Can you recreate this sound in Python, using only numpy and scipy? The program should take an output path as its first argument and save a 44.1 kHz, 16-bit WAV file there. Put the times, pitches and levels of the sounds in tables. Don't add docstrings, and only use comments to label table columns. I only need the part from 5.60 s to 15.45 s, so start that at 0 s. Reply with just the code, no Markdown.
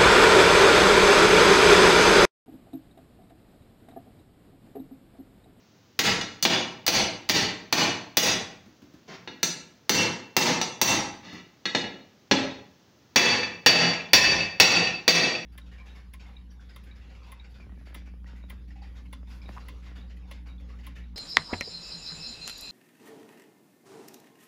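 import sys
import numpy as np
from scipy import signal
from scipy.fft import rfft, irfft, next_fast_len
from scipy.io import wavfile
from scipy.ndimage import uniform_filter1d, minimum_filter1d

SR = 44100
rng = np.random.default_rng(int(sys.argv[2]) if len(sys.argv) > 2 else 0)


def store_pcm(level_fs):
    pcm = np.round(np.clip(level_fs, -1, 1) * 32767).astype(np.int16)
    wavfile.write(sys.argv[1], SR, np.atleast_2d(pcm).T)


N = 434385
T = np.arange(SR) / SR

# frequency in Hz, t60 in seconds, then energy in dB with the bar
ANVIL_MODES = [(1335, 0.07, -24, -25, -27, -35), (1690, 0.07, -28, -27, -21, -25),
               (1938, 0.07, -24, -29, -21, -23), (2110, 0.07, -25, -27, -22, -31),
               (2369, 0.07, -22, -26, -24, -17), (2627, 0.07, -26, -28, -22, -16),
               (2907, 0.09, -16, -22, -16, -20), (3424, 0.09, -19, -24, -18, -17),
               (3628, 0.09, -23, -23, -19, -24), (3758, 0.09, -23, -26, -14, -26),
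               (3994, 0.09, -30, -23, -28, -25), (4265, 0.07, -17, -17, -12, -19),
               (4597, 0.09, -19, -20, -22, -22), (4931, 0.09, -16, -20, -23, -23),
               (5297, 0.09, -31, -28, -27, -24), (5652, 0.09, -21, -17, -20, -17),
               (5986, 0.09, -19, -14, -25, -28), (6137, 0.09, -21, -21, -28, -28),
               (6471, 0.09, -27, -23, -27, -31), (6621, 0.09, -21, -22, -24, -23),
               (6977, 0.09, -29, -27, -34, -32), (7300, 0.09, -24, -21, -34, -23),
               (7569, 0.09, -27, -21, -20, -30), (7903, 0.09, -24, -25, -30, -26),
               (8258, 0.09, -29, -23, -23, -31), (8484, 0.09, -26, -22, -32, -29),
               (8926, 0.09, -23, -20, -32, -26), (9636, 0.09, -26, -29, -35, -28),
               (12715, 0.09, -34, -25, -30, -32), (14729, 0.09, -37, -31, -41, -30)]


def amp(db):
    return 10 ** (np.asarray(db) / 20)


def read(points, hz):
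    f, value = np.transpose(points)
    return np.interp(np.log(hz + 1), np.log(f + 1), value)


def colour(x, points):
    size = 2 * next_fast_len(len(x))
    gain = amp(read(points, np.fft.rfftfreq(size, 1 / SR)))
    cepstrum = irfft(np.log(gain))
    cepstrum[1:size // 2] *= 2
    cepstrum[size // 2 + 1:] = 0
    return irfft(rfft(x, size) * np.exp(rfft(cepstrum)))[:len(x)]


def unit(x):
    return x / np.linalg.norm(x)


def fade(t, t60):
    return np.exp(-np.log(1000) * t / t60)


def add(mix, start, sound):
    part = mix[round(start * SR):][:len(sound)]
    part += sound[:len(part)]


def burst(t60, crack=0, crack_t60=0.029):
    t = T[:SR // 3]
    decay = fade(t, t60) + crack * fade(t, crack_t60)
    puff = rng.standard_normal(len(t)) * decay
    for _ in range(4):
        puff = irfft(np.exp(1j * np.angle(rfft(puff))), len(t))
        puff = puff * decay / np.sqrt(abs(uniform_filter1d(puff ** 2, 96)) + 1e-14)
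    return np.pad(unit(puff), (0, len(T) - len(t)))


def fire(rms_db=-59.5):
    # frequency in Hz, relative spectral density in dB.
    spectrum = [(20, -24), (50, -21), (80, 4.5), (150, 3), (280, 1.5), (450, -4), (1000, -10),
                (2500, -13.5), (6000, -13.5), (9000, -22.5), (13000, -20.5), (15500, -15)]
    return amp(rms_db) * np.sqrt(N) * unit(colour(rng.standard_normal(N), spectrum))


def forge(x, wet_db=-2.5, build_s=0.002, near_db=-10, near_t60=0.11):
    # frequency in Hz, reverberation time in seconds.
    decay_times = [(80, 0.73), (250, 0.56), (700, 0.56), (2500, 0.5), (5000, 0.42), (8000, .4),
                   (15000, 0.22)]
    hz, t, bands = signal.stft(rng.standard_normal(len(T)), SR, nperseg=256)
    bands = bands * fade(t, read(decay_times, hz)[:, None])
    tail = signal.istft(bands, SR, nperseg=256)[1][:len(T)]
    walls = amp(wet_db) * unit(tail * (1 - np.exp(-T / build_s)))
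    near = amp(near_db) * burst(near_t60)
    return x + signal.fftconvolve(x, walls + near)[:len(x)]


def step(db, t60=0.12):
    spectrum = [(40, -6), (120, 2), (300, 8), (500, -15), (1500, -16), (6000, -24)]
    return amp(db) * colour(burst(t60), spectrum)


def ring(modes, pose):
    poses = ["corner", "flat", "edge", "end"]
    table, t = np.array(modes, float), T[:SR // 2]
    hz, t60, db = table[:, :1], table[:, 1:2], table[:, 2 + poses.index(pose), None]
    scatter_db = rng.standard_normal((len(table), 1))
    sign = np.sign(np.cos(hz * rng.uniform(.008, .016)))
    peak = sign * amp(db + scatter_db) * 2 * np.sqrt(np.log(1000) / t60 / SR)
    waves = np.sin(2 * np.pi * hz * t) * fade(t, t60)
    return np.pad((peak * waves).sum(0), (0, len(T) - len(t)))


def drag(length, db, ringing, soft=0.21):
    envelope = np.interp(T, [0, soft * length / 2, length * (1 - soft), length], [0, 1, 1, 0])
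    slips = rng.standard_normal(len(T)) * envelope
    anvil = signal.fftconvolve(slips, ring(ANVIL_MODES, "edge"))[:len(T)]
    spectrum = [(70, -9.5), (170, 10), (300, 2.5), (900, -2), (1900, -1), (3500, -5.5), (6000, -9),
                (9000, -26)]
    return amp(db) * colour(slips + ringing * anvil, spectrum)


def low_thud(pose, lag_s=.008):
    # frequency in Hz, spectral density in dB.
    push_spectrum = [(25, -17), (48, -31), (82, -7), (105, -3.5), (175, 8), (240, 6.5), (330, 6),
                     (520, 0.5), (900, -11), (2500, -23.5)]
    low_modes = [(169.4, 0.26, -19.5, -22.5, -27, -15), (262, 0.21, -30, -39, -14, -26.5),
                 (304.2, 0.14, -24.5, -33, -21, -31), (549, 0.025, -25, -24, -16.5, -15),
                 (846, 0.021, -23, -15.5, -16, -21)]
    push = colour(signal.unit_impulse(len(T), round(lag_s * SR)), push_spectrum)
    return push + ring(low_modes, pose)


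def impact(pose, db, clatter_t60, thud_db, bright_db, anvil_db, bar_db, tick_db, clatter_db=1.5):
    # frequency in Hz, spectral density in dB.
    clatter_spectrum = [(200, -25), (500, -5), (850, -1), (1300, -8), (1950, 0.5), (3000, -3), (4200, -2),
                        (6300, -7), (8000, -16.5), (11000, -11.5), (15500, -27)]
    tick_spectrum = [(6000, -34), (10000, -13.5), (12200, -4), (13700, -12), (15300, 4.5)]
    bar_modes = [(1830, 0.14, -25, -27, -24, -19), (1863, 0.1, -26, -26, -24, -23),
                 (2590, 0.1, -28, -27, -24, -15), (2614, 0.4, -35, -31, -29, -15),
                 (2650, 0.1, -26, -28, -25, -18), (2704, 0.27, -29, -11, -27, -21),
                 (3499, 0.1, -22, -26, -24, -20), (4596, 0.3, -18, -22, -24, -10),
                 (4605, 0.3, -22, -28, -30, -13), (5200, 0.1, -36, -34, -36, -20),
                 (5824, 0.25, -42, -37, -42, -20), (9410, 0.12, -26, -26, -44, -40),
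                 (10530, 0.1, -32, -33, -46, -27), (11470, 0.08, -24, -31, -47, -30),
                 (13738, 0.08, -39, -39, -45, -36), (15461, 0.1, -38, -29, -38, -43),
                 (15622, 0.1, -37, -39, -49, -38)]
    clatter = amp(clatter_db) * colour(burst(clatter_t60, crack=0.97), clatter_spectrum)
    tick = amp(tick_db) * colour(burst(t60=.016), tick_spectrum)
    thud = amp(thud_db) * low_thud(pose)
    steel = amp(anvil_db) * ring(ANVIL_MODES, pose) + amp(bar_db) * ring(bar_modes, pose)
    tilt = [(2500, 0.017), (6000, bright_db), (14000, 2.8 * bright_db)]
    return amp(db) * colour(clatter + tick + thud + steel, tilt)


def rebound(blow_db):
    return impact("end", blow_db - 37.5, clatter_t60=0.079, thud_db=-21, bright_db=-9,
                  anvil_db=8, bar_db=6.5, tick_db=-20, clatter_db=-2)


def strike(pose, db, bright_db, bar_db=-6.5, extra_thud_db=0, full_blow_db=27):
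    seating = {"corner": (0.0664, -4.5, 0.5, -5.5), "flat": (0.0054, -1.5, 0, -5),
               "edge": (.085, 3, 0, -20), "end": (0.19, -6.5, 5, -6.5)}
    clatter_t60, thud_db, anvil_db, tick_db = seating[pose]
    lighter_db = full_blow_db - db
    clatter_t60 *= 2 ** (lighter_db / 69)
    anvil_db += 0.3674 * lighter_db
    return impact(pose, db, clatter_t60, thud_db + extra_thud_db, bright_db, anvil_db, bar_db, tick_db)


def scene(rebound_s=.272):
    # start in seconds, pose, then strength, brightness and bar ring in dB.
    blows = [ (0.3911, "corner", 31, 1.5, -25), (0.8511, "corner", 29.5, -2, -26),
             (1.279, "corner", 31, 2.5, -7), (1.6953, "corner", 31, 1, -7),
             (2.126, "corner", 32.5, 0.5, -10), (2.5704, "corner", 32, 4.5, -28),
             (4.2946, "flat", 31, 2, -5), (4.7666, "flat", 32, 2.5, -10.5), (5.2150, "flat", 30.5, 4, -7.5),
             (6.7121, "edge", 18.5, -4.5, -16), (7.5598, "end", 38, -1, -10), (8.0619, "end", 39, -1, -0.5),
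             (8.533, "end", 39, 1, 2), (8.9998, "end", 39, 0.5, 1), (9.4790, "end", 35.5, 0, -3)]
    # start in seconds, pose, then strength, brightness and extra thud in dB.
    knocks = [ (0.6115, "corner", -5, -3.5, 4), (0.826, "corner", 1, 7, 4),
              (1.2652, "corner", 11, 5.5, -17), (1.6902, "corner", -0.5, 2.5, -7.5),
              (3.6751, "edge", -14.5, -12, 7), (3.8302, "flat", 8.5, 2.5, 0), (5.014, "flat", 4, -2, 3.5),
              (6.055, "edge", 0, -6, -3.5), (6.1490, "edge", 6.5, -5, 0.5),
              (6.241, "edge", -9.5, -16.5, 8.5)]
    # start and length in seconds, level in dB, gain of the anvil's ring.
    drags = [(3.475, 0.1, -38, 0.24), (5.625, 0.19, -43, 1.43)]
    # start in seconds, strength in dB.
    steps = [(3.06, -10.5), (3.219, -9), (3.338, -9), (5.728, -3), (7.291, -29)]
    mix = fire()
    for start, pose, db, bright_db, bar_db in blows:
        add(mix, start, forge(strike(pose, db, bright_db, bar_db)))
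        if pose == "end":
            add(mix, start + rebound_s, forge(rebound(db)))
    for start, pose, db, bright_db, thud_db in knocks:
        add(mix, start, forge(strike(pose, db, bright_db, extra_thud_db=thud_db)))
    for start, length, db, ringing in drags:
        add(mix, start, forge(drag(length, db, ringing)))
    for start, db in steps:
        add(mix, start, forge(step(db)))
    return mix[None]


def limiter(x, ceiling_db=-5.5, deepest_db=-19, hold_s=0.042, release_s=0.066, ahead_samples=110):
    gain = np.clip(amp(ceiling_db) / (abs(x) + 1e-9), amp(deepest_db), 1)
    window = int(hold_s * SR) + ahead_samples
    held = minimum_filter1d(gain, window, origin=window // 2 - ahead_samples)
    clock = np.arange(N) / SR / release_s
    depth = np.exp(np.maximum.accumulate(np.log(1 - held + 1e-9) + clock) - clock)
    return x * uniform_filter1d(1 - depth, ahead_samples)


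def record(dry, full_scale=.74, bass_cut_hz=55, treble_cut_hz=15850):
    # frequency in Hz, gain in dB.
    microphone_response = [(20, 3), (6500, 0), (8200, -13.5), (13000, -12.5), (15000, -7)]
    limited = limiter(colour(dry[0], microphone_response))
    saturated = limited / (1 + (limited / full_scale) ** 6) ** (1 / 6)
    trimmed = signal.lfilter(*signal.butter(1, bass_cut_hz, "high", fs=SR), saturated)
    low_pass = signal.firwin(301, treble_cut_hz, window=("kaiser", 9), fs=SR)
    return signal.oaconvolve(trimmed, low_pass, "same")[None]


dry = scene()
out = record(dry)
store_pcm(out)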